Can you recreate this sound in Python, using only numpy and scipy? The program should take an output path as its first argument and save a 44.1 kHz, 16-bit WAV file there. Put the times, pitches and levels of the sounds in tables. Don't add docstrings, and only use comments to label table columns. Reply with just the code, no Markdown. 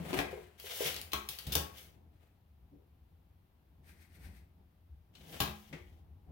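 import sys
import numpy as np
from scipy import signal
from scipy.fft import rfft, irfft, next_fast_len
from scipy.io import wavfile

SR = 44100
rng = np.random.default_rng(int(sys.argv[2]) if len(sys.argv) > 2 else 0)


def master_out(mix):
    frames = np.transpose(np.atleast_2d(mix))
    ceiling = np.clip(frames, -1, 1)
    pcm = np.round(ceiling * 32767).astype(np.int16)
    wavfile.write(sys.argv[1], SR, pcm)


N = 278347
TIME = np.arange(N) / SR
RING_TIME = TIME[:SR // 2]

# frequency in Hz, relative spectral density in dB.
RUMBLE_SPECTRUM = [(20, -20), (40, -22), (62, -1), (85, 4), (115, -21), (170, -21.5), (300, -41.5)]
BOARD_SPECTRUM = [(105, -13), (160, 7), (235, -5), (330, -5.5), (520, -15), (820, -11.5), (1250, -28)]
AIR_SPECTRUM = [(15, -34.5), (25, -21), (58, -4.5), (84, -2), (141, -11.5), (516, -27.5), (796, -26),
                (1520, -34.5), (3340, -37.5), (7710, -50.5), (14800, -38.5), (16000, -43.5)]
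DRAG_SPECTRUM = [(110, -12.5), (160, -2), (230, -14.5), (320, -9.5), (700, -11.5), (950, -19),
                 (2000, -17.5), (3300, -21), (5500, -31), (15000, -30.5)]
KNOCK_SPECTRUM = [(130, -18.5), (270, -2), (430, 7), (580, 0.5), (800, 2.5), (1100, 0), (1400, -3),
                  (1650, -6), (2300, -23), (4000, -47)]
TICK_SPECTRUM = [(2500, -24.5), (5000, 4), (7500, -4.5), (9000, -1), (11500, 5), (15500, 5)]
POP_SPECTRUM = [(250, -28), (450, -5), (900, -7), (1500, -33), (5000, -41)]
HISS_SPECTRUM = [(1500, -25.5), (4400, -3.5), (5100, -6), (5500, -3.5), (6000, -4.5), (6600, -5),
                 (7400, -11), (8800, -5), (9600, -8), (11400, 0), (13500, -4), (15500, 0)]
CASE_SPECTRUM = [(350, -14), (470, 0.5), (670, -3), (1100, -10.5), (1850, -4), (2160, -0.5), (2500, -4.5),
                 (3100, 3), (3650, -1), (4100, -8), (6000, -9.5)]
ZING_SPECTRUM = [(5100, -31), (5470, 4), (5850, -28.5)]
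GLOVE_SPECTRUM = [(1150, -10), (1650, 0.5), (2080, 3.5), (2900, -6.5), (5000, -8.5), (7400, -14.5),
                  (8700, -7), (10200, -13), (12200, -8), (15800, -14.5)]
# multiple of the centre frequency, relative spectral density in dB.
CLACK_SPECTRUM = [(.25, -23), (.5, -12), (.85, 1), (1.2, -2.5), (1.6, -11), (2.3, -16.5)]
# frequency in Hz, relative level in dB, time to decay by 60 dB in seconds.
FLOOR_MODES = [(63.5, -0.5, 0.64), (76.3, 1.5, 0.27), (133, 0, 0.2), (160.3, -3.5, 0.35),
               (210.3, -12, 0.62)]
PIPE_AND_BOARD_MODES = [(286, 2.5, 0.14), (357, -1.5, 0.4), (420, -2.5, .18), (538, -6, 0.038),
                        (705, -3, 0.17), (810, 1, 0.086), (1050, -7, .24), (1105, -8, .24),
                        (1316, -2.5, .06), (1625, -0.5, .09)]
CASE_MODES = [(1923, 3.5, 0.11), (2304, -8.5, 0.2), (2557, -3, 0.13), (3110, -4, 0.13), (3410, -3, .07),
              (3290, -1, 0.013), (3786, 3, .06), (4500, -0.5, 0.027), (5700, -4, .06)]
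BLADE_MODES = [(364.8, -4.5, 0.33), (424, 4.5, 0.2), (483, 5.5, 0.065), (516, -2.5, 0.059),
               (640, -5.5, 0.1), (2162, -15, 0.29)]
# frequency in Hz, correlation coefficient.
EAR_CORRELATION = [(60, 1), (150, .93), (300, 0.73), (600, 0.24), (1200, .05), (16000, 0.15)]
# frequency in Hz, reverberation time in seconds.
ROOM_T60 = [(100, 0.077), (400, 0.34), (1500, 0.43), (3000, 0.32), (5500, 0.28), (12000, 0.35),
            (16000, 0.13)]
# peak time and length in seconds, rumble and rustle levels in dB.
LEANS = [(0.0, 0.3, -52.5, -42.5), (0.14, 0.4, -51, -42.5), (0.296, 0.35, -52, -67), (0.7, 0.35, -58, -73),
         (0.98, 0.6, -56.5, -86), (1.604, 0.52, -54, -57), (2.0, 0.63, -56, -63), (2.637, 0.5, -57.5, -73),
         (3.148, 1.5, -63, -74), (3.9, 0.88, -58.5, -65), (4.268, 0.57, -50.5, -58.5),
         (4.604, 0.17, -57, -64), (4.94, 0.37, -54.5, -73), (5.302, 0.61, -58, -56),
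         (5.739, 0.087, -57, -47), (5.958, 1.85, -53.5, -65.5), (6.301, 0.13, -50, -55.5)]
# start, peak and end in seconds, level in dB.
DRAGS = [(0, 0.196, 0.29, -37.5), (0.28, 0.321, 0.67, -51.5), (0.78, 0.85, 1.22, -46.5),
         (1.429, 1.54, 1.97, -50.5), (2.117, 2.235, 2.4, -69), (5.24, 5.372, 5.4, -51.5)]
# start in seconds, relative thud and knock levels in dB,
# knock tilt in dB per octave, relative clack level in dB, clack centre in Hz, relative tick level in dB,
# softness as a factor on contact time.
BUMPS = [(0.1302, -52, -35, -8, -43, 2950, -66, 0.84), (0.1886, -46.5, -32.5, -1, -33.5, 2520, -44, 1.16),
         (1.1326, -45, -37.5, 3.5, -34, 3122, -35.5, 0.8), (1.467, -39, -52.5, -8, -49.5, 3600, -46, 2.2),
         (1.5528, -36, -35.5, -1.5, -31.5, 4100, -27, 0.8), (2.716, -66.5, -56, -14, -87, 2500, -93, 7.6),
         (5.4024, -35.5, -34, 4, -32.5, 3550, -31.5, 1.5), (5.417, -40, -48, 3.5, -38.5, 3350, -43.5, 1.9),
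         (5.476, -45, -52, -4, -50, 3300, -59, 0.85), (5.727, -55.5, -49.5, -6.5, -47, 2220, -67, 4.5)]
# start in seconds, relative level in dB.
BUCKLES = [(0.329, -44), (0.372, -47.5), (0.64, -55), (0.806, -37), (0.847, -47)]
# start, fastest moment and end in seconds,
# relative levels of the hiss and the ringing case in dB.
SLIDES = [(0.612, 0.666, 0.83, -53, -52.5), (0.594, 0.864, 1.038, -34, -34.5),
          (1.165, 1.325, 1.77, -51.5, -54), (1.46, 1.54, 1.62, -63, -44), (1.723, 1.781, 1.942, -50, -49.5),
          (5.146, 5.334, 6, -53.5, -50)]
# start in seconds, relative tick and clack levels in dB, softness factor.
CLICKS = [(0.598, -49, -54, 1.1), (0.9429, -48, -46, 0.76), (0.9631, -48.5, -42.5, 1.4),
          (1.0148, -44, -52.5, 0.29), (1.1183, -48.5, -46.5, 2.3), (1.2879, -37, -41, 1.1),
          (1.386, -45, -45, 1.7), (1.5202, -33, -37.5, 3.7), (5.151, -69.5, -57.5, 2.3)]
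# peak time in seconds, level in dB.
GRIPS = [(3.895, -61), (4.025, -63.5), (4.156, -64), (4.254, -59), (4.37, -65.5)]


def amp(db):
    return 10 ** (np.asarray(db) / 20)


def rms_one(x):
    return x / np.sqrt(np.mean(x ** 2) + 1e-20)


def unit_energy(x):
    return x / np.sqrt(np.sum(x ** 2, axis=-1, keepdims=True))


def at_hz(points, hz):
    table_hz, values = np.transpose(points)
    return np.interp(np.log(hz), np.log(table_hz), values)


def tilted(rows, slope_db):
    return [(hz, db + slope_db * np.log2(hz / rows[0][0]), *rest) for hz, db, *rest in rows]


def panned(left_db):
    return amp(np.array([[.5], [-.5]]) * left_db)


def add(out, start_s, sound):
    start = max(round(start_s * SR), 0)
    out[:, start:start + sound.shape[1]] += sound[:, :N - start]


def stroke(start, peak, end, db, start_db):
    fade = np.clip(1 + np.minimum(TIME - start, end - TIME) / .02, 0, 1)
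    return amp(db + np.interp(TIME, [start, peak, end], [start_db, 0, -26])) * fade


def drift(knots_per_s):
    knots = rng.standard_normal(int(knots_per_s * N / SR) + 2)
    return rms_one(np.interp(TIME * knots_per_s, np.arange(len(knots)), knots))


def stereo_white(size):
    mid, side = rfft(rng.standard_normal((2, size)))
    alike = at_hz(EAR_CORRELATION, np.fft.rfftfreq(size, 1 / SR) + 1)
    return irfft(np.sqrt(1 + alike) * mid + np.sqrt(1 - alike) * side * [[1], [-1]], size)


def coloured(x, spectrum):
    size = next_fast_len(x.shape[-1])
    hz = np.fft.rfftfreq(size, 1 / SR) + 1
    skirts = np.minimum(hz / spectrum[0][0], 1) * np.minimum(spectrum[-1][0] / hz, 1)
    gain = amp(at_hz(spectrum, hz)) * skirts ** 2
    return rms_one(irfft(rfft(x, size) * gain, size)[:, :x.shape[-1]])


def noise(spectrum, force=1):
    return coloured(stereo_white(next_fast_len(N))[:, :N] * force, spectrum)


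def friction(spectrum, slips_per_s, spread_db, slip_db, judder_db):
    slipping = rng.random(N) < slips_per_s / SR
    slip_sizes = amp(spread_db * np.minimum(rng.exponential(1, N), 2))
    pressure = amp(judder_db * drift(knots_per_s=70))
    return noise(spectrum, force=(1 + amp(slip_db) * rms_one(slipping * slip_sizes)) * pressure)


def ringing(modes, scatter_db):
    out = 0
    for hz, db, t60 in modes:
        ear_phase = np.arccos(at_hz(EAR_CORRELATION, hz)) * rng.choice([-.5, .5]) * np.array([[1], [-1]])
        decay = amp(db + scatter_db * rng.standard_normal() - 60 * RING_TIME / t60)
        out = out + decay * np.sin(2 * np.pi * hz * RING_TIME + ear_phase) * rng.choice([-1, 1])
    attack = 1 - np.exp(-RING_TIME * modes[0][0] * 2)
    return unit_energy(out * attack)


def crack(spectrum, t60, softness=1):
    burst = coloured(stereo_white(len(RING_TIME)), spectrum)
    t = RING_TIME / softness
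    return unit_energy(burst * amp(-60 * t / t60) * (1 - np.exp(-t / 0.00056)))


def room_response():
    size = len(RING_TIME)
    hz, edges_hz = np.fft.rfftfreq(size, 1 / SR) + 1, np.geomspace(30, 18000, 11)
    spectrum, out = rfft(stereo_white(size)), 0
    for low, high in zip(edges_hz, edges_hz[1:]):
        band = irfft(spectrum * (hz >= low) * (hz < high), size)
        out = out + band * amp(-60 * RING_TIME / at_hz(ROOM_T60, np.sqrt(low * high)))
    onset = np.clip((RING_TIME - .002) / 0.002, 0, 1)
    return unit_energy(out * onset)


def in_room(x, room, wet_db):
    wet = amp(wet_db)
    reflections = signal.fftconvolve(x, room, axes=1)[:, :x.shape[1]]
    return (x + wet * reflections) / np.sqrt(1 + wet ** 2)


def floor_and_air():
    rumble, rustle = amp(-72), amp(-82.5)
    for peak, length, rumble_db, rustle_db in LEANS:
        start = peak - .33 * length
        load = stroke(start, peak, start + length, db=0, start_db=-15)
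        rumble = np.hypot(rumble, amp(rumble_db) * load)
        rustle = np.hypot(rustle, amp(rustle_db) * load)
    floor = rumble * noise(RUMBLE_SPECTRUM) + rustle * noise(BOARD_SPECTRUM)
    return (floor + amp(-67) * noise(AIR_SPECTRUM)) * panned(left_db=2.5)


def sleeve_and_case_drags():
    pressure = sum(stroke(*row, start_db=-17.5) for row in DRAGS)
    scrape = friction(DRAG_SPECTRUM, slips_per_s=760, spread_db=-1.5, slip_db=-7.5, judder_db=2.5)
    return pressure * scrape * panned(left_db=5.0)


def impact(thud_db, knock_db, slope_db, clack_db, clack_hz, tick_db, softness):
    room = room_response()
    thud = amp(thud_db + 32.5) * ringing(FLOOR_MODES, scatter_db=3.5)
    knock = amp(27.5) * crack(tilted(KNOCK_SPECTRUM, slope_db), t60=0.045, softness=softness)
    knock += amp(26.0) * ringing(tilted(PIPE_AND_BOARD_MODES, slope_db), scatter_db=3.5)
    clack_spectrum = [(multiple * clack_hz, db) for multiple, db in CLACK_SPECTRUM]
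    struck_modes = [(hz, db + at_hz(clack_spectrum, hz), t60) for hz, db, t60 in CASE_MODES]
    clack = amp(27.5) * crack(clack_spectrum, t60=0.016, softness=softness)
    clack += amp(17.5) * ringing(struck_modes, scatter_db=2.5)
    body = in_room(amp(knock_db) * knock, room, wet_db=0.5)
    body += in_room(amp(clack_db) * clack, room, wet_db=-1.0)
    steel_snap = amp(14.0) * crack(TICK_SPECTRUM, t60=0.016, softness=softness)
    hook_chatter = amp(27.5) * crack(TICK_SPECTRUM, t60=0.027, softness=softness)
    tick = in_room(amp(tick_db) * (steel_snap + hook_chatter), room, wet_db=-2.0)
    return thud + body * panned(left_db=6) + tick * panned(left_db=2.4)


def case_bumps():
    out = np.zeros((2, N))
    for start, *blow in BUMPS:
        add(out, start, impact(*blow))
    return out


def blade_buckles():
    out = np.zeros((2, N))
    for start, db in BUCKLES:
        note = amp(32) * ringing(BLADE_MODES, scatter_db=3.5)
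        pop = amp(18.5) * crack(POP_SPECTRUM, t60=0.087)
        add(out, start, amp(db) * (note + pop))
    return out * panned(left_db=4.5)


def blade_slides():
    hiss_gain = sum(stroke(*times, db, start_db=-22.5) for *times, db, _ in SLIDES)
    ring_gain = sum(stroke(*times, db, start_db=-16) for *times, _, db in SLIDES)
    scrape = friction(HISS_SPECTRUM, slips_per_s=260, spread_db=3.0, slip_db=-7, judder_db=1.5)
    resonance = friction(CASE_SPECTRUM, slips_per_s=620, spread_db=1, slip_db=-6.0, judder_db=3.0)
    hiss = hiss_gain * amp(-2.0) * scrape
    ring = ring_gain * amp(-5.0) * resonance
    zing = hiss_gain ** 2 / hiss_gain.max() * amp(-14.0) * noise(ZING_SPECTRUM)
    return (hiss + zing) * panned(left_db=1.0) + ring * panned(left_db=6.5)


def blade_clicks():
    out = np.zeros((2, N))
    for start, tick_db, clack_db, softness in CLICKS:
        click = impact(thud_db=clack_db - 17.5, knock_db=clack_db - 15, slope_db=3,
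                       clack_db=clack_db, clack_hz=3600, tick_db=tick_db, softness=softness)
        add(out, start, click)
    return out


def glove_rubs():
    grip = sum(stroke(peak - 0.051, peak, peak + 0.1, db, start_db=-13) for peak, db in GRIPS)
    return grip * noise(GLOVE_SPECTRUM) * panned(left_db=6.5)


def scene():
    room = room_response()
    rubbing = in_room(sleeve_and_case_drags() + blade_slides() + glove_rubs(), room, wet_db=-5.5)
    pops = in_room(blade_buckles(), room, wet_db=-8.0)
    return floor_and_air() + rubbing + case_bumps() + pops + blade_clicks()


def record(dry):
    return signal.sosfilt(signal.ellip(10, .1, 70, 16000, fs=SR, output="sos"), dry)


dry = scene()
out = record(dry)
master_out(out)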